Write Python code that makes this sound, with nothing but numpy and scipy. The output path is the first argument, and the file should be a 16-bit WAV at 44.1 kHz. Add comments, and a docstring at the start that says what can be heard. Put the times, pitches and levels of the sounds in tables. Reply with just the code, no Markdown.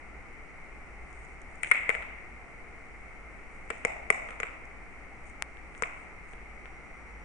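"""A small dog gnaws a dried chew stick on a bed in a quiet, live room, close to two microphones.
Its teeth crack the stick in three bouts: each crack is a short ring, a dull knock with a thud, a harder clack
and a splintering snap, built from damped modes and noise, with scatter nearby and a room tail.
Wet mouth crackle made of random pops runs throughout and swells in smacks; one dry tick falls near the left
microphone; shaped noise makes a faint hiss and hum, and a thin electrical whine lies over them."""
import sys
import numpy as np
from scipy import signal
from scipy.fft import rfft, irfft, next_fast_len
from scipy.io import wavfile

SR = 44100
rng = np.random.default_rng(int(sys.argv[2]) if len(sys.argv) > 2 else 0)


def log_audio(samples):
    """Write samples as a 16-bit WAV file to the path given in sys.argv[1]."""
    # one column per channel
    frames = np.atleast_2d(samples).T
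    # limit to full scale, then quantise
    limited = np.clip(frames, -1, 1)
    pcm = np.round(limited * 32767).astype(np.int16)
    wavfile.write(sys.argv[1], SR, pcm)


N = 319680

# broad colour of the breaking surface: f/Hz, relative level/dB
SNAP_COLOUR = [(1500, -4), (3200, -2), (4400, -21), (5100, 1), (6000, 3), (7500, 11), (8900, 8.5),
               (9700, -10), (11000, -45)]


def amp(db):
    """Decibels to gain."""
    return 10 ** (np.asarray(db) / 20)


def unit(x):
    """Scale to rms 1."""
    return x / np.sqrt(np.mean(x ** 2) + 1e-20)


def along(points, hz):
    """Interpolate (f/Hz, value) points on a log frequency axis."""
    f, v = np.transpose(points)
    return np.interp(np.log(hz + 1), np.log(f + 1), v)


def filtered(x, response):
    """x times a response of frequency, zero-padded against wrap-around."""
    n = x.shape[-1]
    m = next_fast_len(n + 4096)
    return irfft(rfft(x, m) * response(np.fft.rfftfreq(m, 1 / SR)), m)[..., :n]


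def coloured(x, spectrum):
    """x through a zero-phase (f/Hz, gain/dB) spectrum."""
    return filtered(x, lambda hz: amp(along(spectrum, hz)))


def narrow(hz, width_hz):
    """A wavering tone: narrow noise of rms 1."""
    return unit(filtered(rng.standard_normal(N), lambda f: 1 / (1 + ((f - hz) / width_hz) ** 2)))


def add(track, s, sound):
    """Mix a stereo sound into the track at time s."""
    part = track[:, max(round(s * SR), 0):][:, :sound.shape[-1]]
    part += sound[:, :part.shape[-1]]


def later(x, lag_s=0.00032):
    """Sound reaches the right microphone a moment after the left."""
    return filtered(x, lambda hz: np.exp(-2j * np.pi * hz * lag_s))


def background(hiss_db=-48.0, tilt_db=0.65, hum_db=-55.5):
    """Steady air noise, its left-right likeness set per frequency, and a low wavering hum."""
    # air noise colour: f/Hz, relative level/dB per Hz
    hiss_colour = [(20, 4), (55, -5), (100, -9.5), (300, -11), (450, -12.5), (580, -16.5), (760, -11.5),
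                   (1000, -17.5), (1350, -13), (1650, -19.5), (2150, -5.5), (2600, -21), (3400, -39.5),
                   (4400, -38.5), (8700, -38.5), (10000, -42), (11000, -60)]
    # left-right likeness of the air noise: f/Hz, correlation/1
    likeness = [(25, 0.84), (60, 0.2), (130, 0.029), (270, 0.17), (560, 0.83), (1180, 0.72), (2400, 0.017),
                (11000, 0.018)]

    def turn(hz):
        """Mid-side angle that gives the likeness."""
        return np.arccos(np.clip(along(likeness, hz), 0, 1)) / 2

    a, b = coloured(rng.standard_normal((2, N)), hiss_colour)
    mid = filtered(a, lambda hz: np.cos(turn(hz)))
    side = filtered(b, lambda hz: np.sin(turn(hz)))
    air = amp([[hiss_db + tilt_db], [hiss_db - tilt_db]]) * unit(np.array([mid + side, mid - side]))
    hum = amp(hum_db) * narrow(hz=54.9, width_hz=7.7)
    return air + hum


def whine(hz=5778, drift_hz=8, start_db=-82, rise_db=5.5, rise_s=(6.25, 6.7), right_db=0):
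    """A thin electrical tone: a sine of slightly drifting pitch that swells once, late on."""
    pitch_hz = hz + drift_hz * narrow(hz=0, width_hz=5.9)
    level_db = start_db + np.interp(np.arange(N) / SR, rise_s, [0, rise_db])
    return amp([[0], [right_db]]) * amp(level_db) * np.sin(2 * np.pi * np.cumsum(pitch_hz) / SR)


def grit(t):
    """About a millisecond of broad crackle as the surface gives way; energy 1."""
    u = t / .0007
    x = coloured(rng.standard_normal(len(t)), SNAP_COLOUR) * u * np.exp(-u)
    return x / np.linalg.norm(x)


def mouth(right_db=-8, pops_per_s=1400, rest_db=-78, click_gain_db=4):
    """Saliva films burst at random and merge into a wet rustle that swells with each smack; a few click singly."""
    # saliva pops: f/Hz, relative level/dB
    saliva_colour = [(1500, -22), (3000, -6), (4400, -27), (6000, -4), (8600, 8), (9800, -11), (11000, -56)]
    # smacks of tongue and lips: middle t/s, length/s, crackle level/dB
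    smacks = [(1.207, 0.25, -68), (1.56, .2, -74), (1.687, 0.091, -54.5), (3.557, 0.11, -73.5),
              (3.74, 0.16, -70), (4.294, 0.15, -70), (5.28, 0.07, -64), (5.78, .08, -68), (6.0, .12, -73),
              (6.31, 0.083, -69)]
    # single wet lip clicks: t/s, peak level before click_gain_db/dB
    lip_clicks = [(1.1283, -52), (1.2496, -52), (1.4167, -47.5), (1.5559, -52), (3.7818, -53), (4.654, -51),
                  (5.2729, -56), (5.2959, -52), (5.7778, -47)]
    t = np.arange(N) / SR
    sizes = amp(4 * rng.standard_normal(N))
    pops = (rng.random(N) < pops_per_s / SR) * rng.choice([-1, 1], N) * sizes
    level = amp(rest_db) + sum(amp(db) * np.exp(-(2 * (t - s) / length) ** 2) for s, length, db in smacks)
    crackle = np.array([level * unit(coloured(pops, saliva_colour))])
    for s, db in lip_clicks:
        click = grit(t[:SR // 50])
        add(crackle, s, amp(db + click_gain_db) * click[None] / np.abs(click).max())
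    return np.concatenate([crackle, amp(right_db) * later(crackle)])


def burst(t, hz, swell_s):
    """A heavily damped resonance: its envelope swells to 1 and dies within a few cycles."""
    return t / swell_s * np.exp(1 - t / swell_s) * np.sin(2 * np.pi * hz * t)


def ringing(modes, t, ratio=0.97):
    """Damped modes, their frequencies scaled by ratio, struck a little differently by every bite."""
    chance = rng.standard_normal((len(modes), 2)) * [1, .012]  # level/dB, detune/1
    out = np.zeros(len(t))
    for k, ((hz, db, t60), (more_db, detune)) in enumerate(zip(modes, chance)):
        decay = amp(db + more_db - 60 * t / t60)
        out += (-1) ** k * decay * np.sin(2 * np.pi * hz * ratio * (1 + detune) * t)
    return out


def splinter(t, swell_s=0.00076):
    """Fibres tear: a few treble resonances swell at random strengths; energy 1."""
    # treble resonances before random spread: f/Hz, relative level/dB
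    fibre_modes = [(3100, -8), (5200, -7), (6300, -2), (7400, 3.5), (8200, -1), (8800, 4), (9300, -7.5)]
    x = np.zeros(len(t))
    for hz, db in fibre_modes:
        late_s, more_db, detune = rng.uniform(0, .0008), rng.normal(0, 3.5), rng.normal(0, .025)
        x += amp(db + more_db) * burst(np.maximum(t - late_s, 0), hz * (1 + detune), swell_s)
    return x / np.linalg.norm(x)


def nearby(delay_s=.001, life_s=0.0068):
    """Scatter from the bed and the sofa back: decaying noise, cut off after a thirtieth of a second."""
    # soft bedding soaks up treble: f/Hz, gain/dB
    scatter_colour = [(200, -12), (460, 12), (1200, 4.5), (2100, 1), (3000, 1.5), (4500, 1.5), (9000, -2.5)]
    t = np.arange(SR // 30) / SR
    scatter = rng.standard_normal((2, len(t))) * (t > delay_s) * np.exp(-t / life_s)
    return coloured(scatter / np.linalg.norm(scatter, axis=1, keepdims=True), scatter_colour)


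def scattered(x):
    """The scatter of x around both microphones, as strong as x itself."""
    y = signal.fftconvolve([x], nearby(), axes=1)
    return y * np.linalg.norm(x) / np.linalg.norm(y, axis=1, keepdims=True)


def walls(delay_s=0.019):
    """The room answers after a gap with clumps of echoes; its treble dies first."""
    # reverberation time: f/Hz, t60/s
    room_t60 = [(200, 1), (700, 0.99), (2100, 1), (4000, 0.67), (9000, 0.45)]
    # room tail colour: f/Hz, gain/dB
    room_colour = [(200, 2), (430, 1), (600, 9.5), (780, 6.5), (1100, 1.5), (1750, -5), (2150, -4.5),
                   (2600, -1), (3500, -3.5), (8500, -8.5)]
    hz, t, z = signal.stft(rng.standard_normal((2, SR)), SR, nperseg=256)
    clumps_db = 2.7 * rng.standard_normal(len(t)) * np.exp(-t / .3)
    decay_db = -60 * t / along(room_t60, hz)[:, None]
    tail = signal.istft(z * amp(clumps_db + decay_db), SR, nperseg=256)[1]
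    tail = coloured(tail / np.linalg.norm(tail[0]), room_colour)
    return np.pad(tail, ((0, 0), (round(delay_s * SR), 0)))


def cracks(fibre_db=15, grit_db=13, shade_db=-18, knock_right_db=2, near_left_db=-6, room_right_db=-2):
    """Each crack rings, knocks, clacks and snaps; the right microphone is shaded from all but the knock."""
    # teeth cracking the stick: t/s, ring/dB, knock/dB, clack/dB, snap/dB, share sent to the surroundings/dB
    bites = [ (1.6311, -33, -73, -61, -24.5, -16), (1.6332, -14, -51, -39, -33, -5.5),
             (1.6456, -20.5, -50, -44, -40, -5), (1.6725, -25, -56, -52, -43, -7),
             (1.7140, -4.5, -35, -14, -20, -18), (1.7168, -10, -48, -33, -53, 3.5),
             (1.8925, -8, -24.5, -25, -30, -9), (1.9019, -12.5, -48, -30, -41, -5.5),
             (1.9507, -17.5, -32, -35, -46, -8.5), (2.0233, -28.5, -60, -52, -53, 1.5),
             (3.7028, -22, -27.5, -24.5, -35, -18.5), (3.7058, -18.5, -27.5, -41, -43, -5),
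             (3.8498, -9.5, -18.5, -28, -26, -7.5), (4.1024, -4, -19.5, -18, -21, -10.5),
             (4.2880, -29, -39, -38.5, -52, -2), (4.3066, -28, -39, -45, -47, -8),
             (4.4013, -18.5, -30, -28, -34.5, -8), (4.4318, -15, -31.5, -27, -40.5, -7),
             (5.5710, -34, -57, -49, -72, -11), (5.75, -33, -60, -50, -62, -9),
             (5.8223, -20, -22, -19, -27.5, -13), (5.8353, -13.5, -51, -30, -43, -7),
             (6.3345, -35, -45, -48, -59, -3), (6.6570, -31, -56, -45, -65, -7), ]
    # dull modes of jaw and stick: f before pitch ratio/Hz, relative level/dB, t60/s
    knock_modes = [(195, -9, 0.02), (447, -3, 0.039)]
    # harder modes around the ring: f before pitch ratio/Hz, relative level/dB, t60/s
    clack_modes = [(1078, 4, 0.0095), (1380, 5.5, 0.01), (1820, 6, 0.0044), (2680, -6.5, 0.0035)]
    hard_bite_db = -8  # ring level of a hard bite
    knock_ratio, knock_sag_per_db = 1.025, .016  # beyond a hard bite the knock drops in pitch
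    hard_thud_db, thud_per_db = 0, 0.58  # thud over knock; grows with force
    full_db, full_per_db = 3.5, .42  # the more it knocks rather than rings, the fuller the snap's lower treble
    nearby_db, spray_db = 0, 3.5  # nearby scatter over the room's share; treble thrown into the room
    ring_hz, ring_swell_s, swell_per_db = 2127, 0.00082, 0.05  # a harder bite rings longer
    out, t = np.zeros((2, N)), np.arange(SR // 20) / SR
    for s, ring_db, knock_db, clack_db, snap_db, room_db in bites:
        force_db = ring_db - hard_bite_db
        ratio = knock_ratio - knock_sag_per_db * max(force_db, 0)
        thud_db = knock_db + hard_thud_db + thud_per_db * force_db
        lower_db = full_db + full_per_db * (knock_db - ring_db)
        near_db = room_db + nearby_db

        ring = amp(ring_db) * burst(t, ring_hz, ring_swell_s * np.exp(swell_per_db * force_db))
        knock = amp(knock_db) * ringing(knock_modes, t, ratio) * (1 - np.exp(-t / 0.0019))
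        thud = amp(thud_db) * burst(t, hz=759, swell_s=0.00059)
        clack = amp(clack_db) * ringing(clack_modes, t) * (1 - np.exp(-t / 0.00049))
        body = ring + thud + clack
        lower_treble = [(3400, 0), (4800, lower_db), (6200, lower_db), (8000, 0.0081)]  # f/Hz, gain/dB
        tearing = amp(fibre_db) * splinter(t) + amp(grit_db) * grit(t)
        snap = amp(snap_db) * coloured(tearing, lower_treble)

        left = knock + body + snap
        right = amp(knock_right_db) * knock + amp(shade_db) * later(body + snap)
        add(out, s, np.array([left, right]))
        add(out, s, amp([[near_db + near_left_db], [near_db]]) * scattered(body + snap))
        # the room gathers the snap from all directions, evening out its resonances; a stronger crack throws more
        spray = coloured(signal.unit_impulse(len(t), SR // 1000), SNAP_COLOUR)
        spray = coloured(spray / np.linalg.norm(spray), lower_treble)
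        to_room = amp(room_db) * body + amp((snap_db + ring_db) / 2 + spray_db) * spray
        add(out, s, amp([[0], [room_right_db]]) * signal.fftconvolve([to_room], walls(), axes=1))
    return out


def tick(right_db=-22):
    """A single sharp pulse, too close and small to wake the room."""
    # dry tick beside the left microphone: t/s, peak level/dB
    ticks = [(5.4236, -4.5)]
    # pulse colour: f/Hz, relative level/dB
    tick_colour = [(60, -4.5), (180, -11.5), (300, -15), (700, -3.5), (1400, 0), (2200, 4), (3500, -10),
                   (5500, -11.5), (10000, -11), (11200, -21.5)]
    out = np.zeros((2, N))
    pulse = coloured(signal.unit_impulse(SR // 50, "mid"), tick_colour)
    for s, db in ticks:
        add(out, s - len(pulse) / SR / 2, amp([[db], [db + right_db]]) * pulse / pulse.max())
    return out


def scene():
    """The chewing dog in its room."""
    return background() + whine() + mouth() + cracks() + tick()


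def record(dry, ceiling=.95, top_hz=11250):
    """The microphones dip slightly above the ring; the loudest peaks round off; a steep low-pass ends the band."""
    notch = [(3200, 0.98), (4400, -1.4), (5200, 0.53)]  # f/Hz, gain/dB
    x = coloured(dry, notch)
    x = x / (1 + (x / ceiling) ** 8) ** (1 / 8)
    return filtered(x, lambda hz: 1 / (1 + (hz / top_hz) ** 70))


dry = scene()
out = record(dry)
log_audio(out)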